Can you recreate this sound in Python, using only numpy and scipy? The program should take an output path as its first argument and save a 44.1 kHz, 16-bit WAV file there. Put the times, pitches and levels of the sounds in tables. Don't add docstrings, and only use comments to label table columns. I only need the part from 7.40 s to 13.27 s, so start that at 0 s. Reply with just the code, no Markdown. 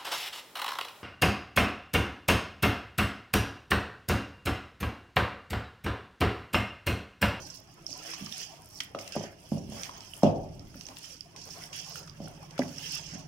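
import sys
import numpy as np
from scipy import signal
from scipy.fft import rfft, irfft, next_fast_len
from scipy.io import wavfile
from scipy.ndimage import uniform_filter1d, map_coordinates

SR = 44100
rng = np.random.default_rng(int(sys.argv[2]) if len(sys.argv) > 2 else 0)


def magnitude_from_level(level_db):
    exponent = np.asarray(level_db, float) / 20
    return 10 ** exponent


def generate_wav(signal):
    frames = np.transpose(np.atleast_2d(signal))
    scaled = np.clip(frames, -1, 1) * 32767
    pcm = np.round(scaled).astype(np.int16)
    wavfile.write(sys.argv[1], SR, pcm)


N = 259043

# f/Hz, left-right likeness (1 = the same)
LIKENESS = [(60, 0.81), (180, 0.95), (550, 0.48), (1650, 0), (4970, 0.0), (15000, 0.0)]
# t/s, boom level/dB, body level/dB, knock level/dB, freedom to ring (0-1)
BLOWS = [(0.489, -55, -50.5, -44.5, 0.4), (0.809, -38.5, -55, -70, 0.36), (1.546, -41, -42, -31, 0.52),
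         (1.751, -57, -44, -35, 1), (1.761, -28.5, -46, -23.5, 0.72), (1.806, -51, -58, -34, 0.67),
         (1.835, -44, -57, -36, 0.88), (2.117, -19.5, -49, -32, 0.53), (2.17, -30.5, -48, -39, 0.61),
         (2.29, -36.5, -55, -55, 0.6), (2.318, -41, -48, -37.5, 0.44), (2.831, -13, -19.5, -11.5, 0.51),
         (2.855, -21, -38, -28.5, 0.47), (3.352, -44.5, -49, -54.5, 1), (3.488, -68, -52, -54, 0.6),
         (4.8, -32.5, -56, -37.5, 0.5), (4.831, -47.5, -55, -41.5, 0.3), (5.19, -31.5, -20.5, -23, 0.81),
         (5.235, -42, -31.5, -61, 0.5), (5.733, -39, -44, -43, 0.28)]


def unit(x):
    return x / np.sqrt(np.mean(x ** 2) + 1e-20)


def along(points, hz, order=1):
    table = np.transpose(points)
    return np.interp(np.log(hz + 1), np.log(table[0] + 1), table[order])


def curves(rows):
    s, *columns = np.transpose(rows)
    return [np.interp(np.arange(N) / SR, s, column) for column in columns]


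def wobble(rate):
    points = rng.standard_normal(int(N * 400 / SR) + 4)
    return map_coordinates(points, [np.arange(N) * rate / SR])


def filtered(x, response):
    m = next_fast_len(N + SR // 2)
    return irfft(rfft(x, m) * response(np.fft.rfftfreq(m, 1 / SR)), m)[..., :N]


def hump(x, centre_hz, octaves):
    return unit(filtered(x, lambda hz: np.exp(-(np.log2((hz + 1) / centre_hz) / octaves) ** 2)))


def rush(spectrum):
    def mid_side(hz):
        turn = np.arccos(np.clip(along(LIKENESS, hz), -1, 1)) / 2
        return magnitude_from_level(along(spectrum, hz)) * [np.cos(turn), np.sin(turn)]

    mid, side = filtered(rng.standard_normal((2, N)), mid_side)
    return unit(np.array([mid + side, mid - side]))


def patchy(x, depth_db):
    z = signal.stft(x, nperseg=1024)[2]
    field = rng.standard_normal(z.shape[1:])
    for axis in (0, 1):
        field = uniform_filter1d(field, size=3, axis=axis)
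    return signal.istft(z * magnitude_from_level(depth_db * unit(field)), nperseg=1024)[1][:, :N]


def room(x):
    # f/Hz, time to fall 60 dB/s
    decay = [(100, 0.24), (600, 0.62), (1500, 0.44), (5000, 0.15), (12000, 0.033)]
    wet, hop = np.zeros((2, N + 2 * SR)), SR // 3
    for start in range(0, N, hop):
        hz, t, z = signal.stft(rng.standard_normal((2, SR * 3 // 4)), SR, nperseg=256)
        turn = np.arccos(np.clip(along(LIKENESS, hz), -1, 1))[:, None]
        z[1] = np.cos(turn) * z[0] + np.sin(turn) * z[1]
        fade = magnitude_from_level(-60 * t / along(decay, hz)[:, None])
        tail = signal.istft(z * fade, SR, nperseg=256)[1]
        echo = signal.fftconvolve(x[:, start:start + hop], tail / np.linalg.norm(tail[0]), axes=1)
        wet[:, start + 400:][:, :echo.shape[1]] += echo
    return wet[:, :N]


def motor():
    # t/s, level/dB
    swell = [(0, -65.5), (1, -64), (2, -88), (3, -61), (3.6, -71), (4.1, -68), (4.4, -55.5), (5, -52.5),
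             (5.5, -50), (5.87, -51)]
    t = np.arange(N) / SR
    beat = (1 + np.cos(2 * np.pi * 17.1 * t + 1.2 * wobble(rate=2.5))) ** 1.2
    tone = np.sin(2 * np.pi * 154 * t + 0.58 * wobble(rate=5.2))
    level = magnitude_from_level(curves(swell)[0] + 0.4 * wobble(rate=15))
    return level * unit(beat * tone) * magnitude_from_level([[-1.4], [1.4]])


def glides():
    # start t/s, length/s, from f/Hz, to f/Hz, level/dB (rms, before the waver)
    slides = [(0.398, 0.48, 327, 312, -59.5), (0.777, 0.13, 1160, 1190, -66.5),
              (1.064, 0.198, 856, 955, -68.5)]
    out, t = np.zeros(N), np.arange(N) / SR
    for s, length, from_hz, to_hz, db in slides:
        progress = np.clip((t - s) / length, 0, 1)
        hz = to_hz + (from_hz - to_hz) * (1 - progress) ** 2 + 8 * wobble(rate=15)
        level = magnitude_from_level(db + 6.7 * wobble(rate=22)) * np.sin(np.pi * progress) ** 0.14
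        out += level * np.sin(2 * np.pi * np.cumsum(hz) / SR)
    return out * np.sqrt(2)


def load():
    # t/s, rocking level/dB, sloshing level/dB
    shifting = [(0.0, -46, -50.5), (0.16, -57.5, -62.5), (0.45, -55, -64), (0.69, -59, -53.5),
                (1.1, -58, -60.5), (1.4, -54.5, -61), (1.9, -62.5, -61), (2.29, -45.5, -66),
                (2.37, -53.5, -50.5), (2.7, -57, -58), (3.1, -49, -64.5), (3.6, -58.5, -59),
                (3.86, -57.5, -65.5), (4.1, -53.5, -56), (4.46, -58.5, -56.5), (4.8, -53, -60.5),
                (5.3, -56, -56.5), (5.87, -50, -60.5)]
    # f/Hz, relative level/dB per Hz
    rock_colour = [(15, -57), (25, -11.5), (43, -12.5), (113, -6), (150, -8), (167, -5.5), (193, -13),
                   (215, -12), (237, -20), (268, -12), (329, -16.5), (394, -17.5), (450, -34), (580, -68),
                   (990, -120)]
    # f/Hz, relative level/dB per Hz
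    slosh_colour = [(210, -17), (350, -6.5), (436, 1), (462, -3), (550, 1.5), (641, 4), (1260, -4.5),
                    (2000, -13.5), (2600, -21), (4400, -120)]
    under_boom_db, fade_db_per_s = -23, 37.5
    rock_db, slosh_db = curves(shifting)
    blow_s, boom_db = np.transpose(BLOWS)[:2, :, None]
    since = np.arange(N) / SR - blow_s
    after = (since > 0) * magnitude_from_level(boom_db + under_boom_db - fade_db_per_s * abs(since))
    rock_level = np.sqrt(magnitude_from_level(rock_db) ** 2 + (after ** 2).sum(0))
    rock = rock_level * magnitude_from_level(0.54 * wobble(rate=4.1)) * rush(rock_colour)
    hiss = magnitude_from_level(-76.5) * hump(rng.standard_normal((2, N)), 2300, 0.98)
    slosh = magnitude_from_level(slosh_db + 2.55 * wobble(rate=24)) * unit(patchy(rush(slosh_colour), depth_db=4.5))
    return rock + hiss + slosh


def thumps():
    # f/Hz, relative level/dB, time to fall 60 dB/s at freedom 1
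    modes = [(54.5, -4, 0.32), (103.1, -4, 0.92), (160, 1, 0.4), (186.2, 3, 0.36), (210.7, 9, 0.16),
             (255.6, -0.5, 0.2), (353.4, -12.5, 0.19), (416.5, -14, 0.16), (471.6, -6.5, 0.046),
             (568.2, 9, 0.033), (647, -6, 0.077), (709, -12, 0.054), (838, -25.5, 0.29),
             (980, -15.5, 0.072), (1200, -17, 0.04)]
    group_edges = [235, 320]
    echo_db, echo_loss_db = 13, 38.5
    out, t = np.zeros((2, 2, N + SR)), np.arange(SR // 2) / SR
    hz, level_db, t60 = np.transpose(modes)[:, :, None]
    group = np.searchsorted(group_edges, hz)
    lean_db = np.array([-1.8, -1.2, .8])[group]
    chance_db = rng.standard_normal((len(BLOWS), len(modes), 1))
    onset = (1 - np.exp(-t / 0.0012)) ** 2
    for (s, *force_db, free), extra_db in zip(BLOWS, chance_db):
        size_db = level_db + np.add(force_db, [-6, 5, 5])[group] + extra_db
        rings = magnitude_from_level(size_db - 60 * t / (t60 * free)) * np.sin(2 * np.pi * hz * t)
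        left, right = (magnitude_from_level(lean_db) * rings).sum(0), (magnitude_from_level(-lean_db) * rings).sum(0)
        pair = np.array([left, right]) * onset
        start = round((s + 0.002) * SR)
        out[..., start:][..., :len(t)] += [pair, magnitude_from_level(echo_db - echo_loss_db * free) * pair]
    return filtered(out[..., :N], lambda f: (1j * f / (1j * f + 90)) ** 2)


def strokes(rows, rise_db_per_s):
    sag_db_per_s, release_db_per_s = 26.5, 228
    start, hold, *level_db = np.transpose(rows)[:, :, None]
    coarse_steps = np.arange(0, N, 32)
    t = coarse_steps / SR - start
    shape_db = rise_db_per_s * np.minimum(t, 0) - sag_db_per_s * np.clip(t, 0, hold)
    shape_db = shape_db - release_db_per_s * np.maximum(t - hold, 0)
    power = [(magnitude_from_level(shape_db + db) ** 2).sum(0) for db in level_db]
    return np.array([np.interp(np.arange(N), coarse_steps, p) for p in power])


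def tearing():
    # start t/s, hold/s, small level/dB, medium level/dB, finest level/dB
    grabs = [(0.0, 0.17, -53, -63, -61.5), (.466, 0.11, -51.5, -91, -66), (1.408, 0.033, -57, -76, -65),
             (1.589, 0.11, -56.5, -55, -60.5), (1.724, 0.12, -51, -52.5, -63.5),
             (2.322, 0.083, -54.5, -58.5, -62), (2.836, 0.043, -54, -49, -64), (3.964, 0.16, -54, -64, -76),
             (4.33, 0.068, -47, -45, -56.5), (5.182, 0.24, -53.5, -84, -61.5)]
    # fullest from t/s, hold/s, small level/dB, medium level/dB, finest level/dB
    sweeps = [(.68, 0.49, -51, -49.5, -57.5), (.96, 0.089, -47, -50.5, -57), (1.36, .04, -60, -83, -61.5),
              (2.14, 0.024, -59, -61, -61.5), (2.25, 0.039, -77, -72.5, -92),
              (2.41, 0.052, -51, -53, -56.5), (2.58, .09, -58, -59, -67), (2.74, 0.075, -60, -60.5, -58.5),
              (3.4, .15, -60.5, -65.5, -64), (3.65, .1, -53.5, -57.5, -60), (4.14, 0.13, -54.5, -58.5, -58),
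              (4.5, 0.092, -48, -57, -57.5), (4.85, 0.52, -65, -62.5, -69.5),
              (5.45, 0.1, -52.5, -47.5, -54.5), (5.53, 0.064, -44.5, -49, -64),
              (5.66, 0.14, -51.5, -55, -67)]
    # fullest from t/s, hold/s, level/dB
    squelches = [(.7, 0.0089, -51.5), (1.41, 0.014, -68), (1.75, 0.026, -53.5), (1.86, 0.0067, -53),
                 (2.42, 0.019, -55), (4.21, 0.026, -58.5), (5.2, 0.025, -53.5), (5.56, 0.027, -62),
                 (5.73, 0.013, -56.5)]
    creep_db = np.array([-70.5, -74, -74.5])
    power = strokes(grabs, rise_db_per_s=4000) + strokes(sweeps, rise_db_per_s=104)
    power = power + magnitude_from_level(creep_db)[:, None] ** 2
    under_medium = magnitude_from_level(-11.5) ** 2 * power[1]
    coarse = under_medium + strokes(squelches, rise_db_per_s=250)[0]
    return np.sqrt([*power, coarse])


def ticks(small_pocket_hz):
    place, e = rng.random(60), rng.standard_normal((60, 4))
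    tearing_db = 20 * np.log10(tearing()[0][(place * N).astype(int)])
    db = tearing_db + 11 - e[:, 0]
    hz = small_pocket_hz * np.exp(0.072 * e[:, 1])
    pan_db, crack_db = 5 * e[:, 2], -2.5 + 4 * e[:, 3]
    return np.transpose([place * N / SR, db, hz, pan_db, crack_db])


def smacks():
    # t/s, level/dB, pitch f/Hz, left over right/dB, crack level/dB
    loud_bursts = [(0.4657, -26, 5370, -11, -25), (0.5288, -22, 4900, 2, -36), (0.7352, -29.5, 1090, 2, -2),
                   (0.8614, -32.5, 5300, -8, -2.5), (0.8684, -33.5, 1200, 7, -7),
                   (0.9248, -30, 3570, -17, -33), (1.3884, -33, 4670, 2, -30), (1.4037, -21, 3200, 3.5, 0),
                   (1.4065, -23.5, 1980, -6, -16.5), (1.5484, -19, 1230, -0.5, -21),
                   (1.5883, -31, 2160, 4, -4), (1.6772, -29, 6130, 16, -3), (1.722, -28.5, 5010, 3, -4),
                   (2.434, -30, 5940, 0, 5), (2.4937, -21.5, 1010, 3, -21), (2.606, -38.5, 5300, 2, 2.5),
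                   (2.7357, -30.5, 3020, -5, -17), (2.8234, -25.5, 875, -3, -30), (2.832, -30, 5480, 6, 5),
                   (3.1948, -43.5, 5440, 3, 0), (3.3428, -40, 1400, 7, -10), (3.41, -34.5, 5400, 3, 0.5),
                   (3.4545, -34, 5400, -2, -24), (3.467, -33, 6100, -8, -6), (3.4863, -34.5, 5320, 7, 1),
                   (3.569, -33, 3450, 12, -2.5), (3.8081, -28.5, 5080, -5.5, -13),
                   (3.9625, -32, 5420, 4, -4), (4.2375, -29, 5130, 5, -8.5), (4.3299, -39, 3190, 12, 3),
                   (4.5565, -27.5, 1390, -5, -11), (4.6773, -34, 1290, 4, -10),
                   (4.6965, -35, 4930, -4, -10), (4.875, -33.5, 1410, -2, -15), (5.0285, -34, 1040, 4, -27),
                   (5.1086, -46, 5340, 3, 7), (5.1792, -29, 1370, 7, -5), (5.191, -30, 4940, -0.5, 3.5),
                   (5.2335, -28, 880, 1, -14), (5.3834, -26, 5560, 1, -41)]
    pocket_hz, pocket_t60_s, size_law = 5370, 0.0063, 0.66
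    out, t = np.zeros((2, N + SR)), np.arange(SR // 12) / SR
    bursts = [*loud_bursts, *ticks(pocket_hz)]
    chance = rng.standard_normal((len(bursts), 2, len(t)))
    for (s, db, hz, pan_db, crack_db), noise in zip(bursts, chance):
        fade_db = -60 * t / (pocket_t60_s * (pocket_hz / hz) ** size_law)
        phase = noise[:, :1]
        ring = magnitude_from_level(fade_db) * np.sin(2 * np.pi * hz * t + phase) * (1 - np.exp(-t / 0.00055))
        around_pitch = uniform_filter1d(noise, size=6) * np.cos(2 * np.pi * hz * t)
        crack = magnitude_from_level(crack_db - 3.0 + 0.28 * fade_db) * (0.37 * noise + 2.26 * around_pitch)
        sides = magnitude_from_level([[pan_db / 2], [-pan_db / 2]])
        out[:, round(s * SR):][:, :len(t)] += magnitude_from_level(db - 4) * (ring + crack) * sides
    return filtered(out[:, :N], lambda hz: 1 / (1 + (800 / (hz + 1)) ** 4))


def crackle(per_s, spread_db, life_s, bed):
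    when, size = rng.random((2, N))
    tears = (when < per_s / SR) * magnitude_from_level(-spread_db * np.log(size + 5e-3))
    flare = signal.lfilter([1], [1, -np.exp(-1 / (life_s * SR))], tears)
    return (bed + unit(flare)) * unit(patchy(rng.standard_normal((2, N)), depth_db=3.5))


def paste():
    small, medium, fine, coarse = tearing()
    flutter_db = 1.2 * wobble(rate=45)
    small = magnitude_from_level(-2.0) * small * hump(crackle(330, 6.7, 0.0077, bed=1.34), 5800, 0.55)
    medium = magnitude_from_level(-7) * medium * hump(crackle(220, 2.9, 0.0015, bed=4.6), 2895, 0.39)
    coarse = magnitude_from_level(1.2) * coarse * hump(crackle(120, 4, .003, bed=1.8), 1700, .45)
    finest = hump(crackle(400, 7.2, 0.0013, bed=1.0), 10440, 0.49)
    finest = finest + 0.51 * hump(crackle(400, 10.0, .0011, bed=0.85), 14560, 0.2)
    return magnitude_from_level(flutter_db) * (small + medium + coarse + magnitude_from_level(8.0) * fine * finest)


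def scene():
    (blows, sent), pops = thumps(), smacks()
    echo = room(sent + magnitude_from_level(-12.0) * pops)
    return blows + pops + echo + paste() + load() + motor() + glides()


def low_pass(x):
    return signal.sosfilt(signal.butter(12, 16510, fs=SR, output="sos"), x)


def record(dry):
    # f/Hz, left level/dB, right level/dB
    port_colour = [(102, -2, -1), (513, 0, 0), (1530, 1, 1.5), (1900, 3, 3), (2690, 7.5, 11.5),
                   (3330, -0.5, 13), (3700, 2.5, 6), (4340, -0.5, 10), (5400, 3, 16), (6200, -2, 11),
                   (6800, 1, 5.5), (9830, 0.5, -12.5), (11000, -6.5, -10), (14900, -7.5, -3.5)]
    top_hz = 15900

    def response(hz):
        left_db, right_db = along(port_colour, hz, order=1), along(port_colour, hz, order=2)
        return magnitude_from_level([left_db, right_db]) * (hz < top_hz)

    mix = filtered(dry, response)
    return low_pass(mix)


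dry = scene()
out = record(dry)
generate_wav(out)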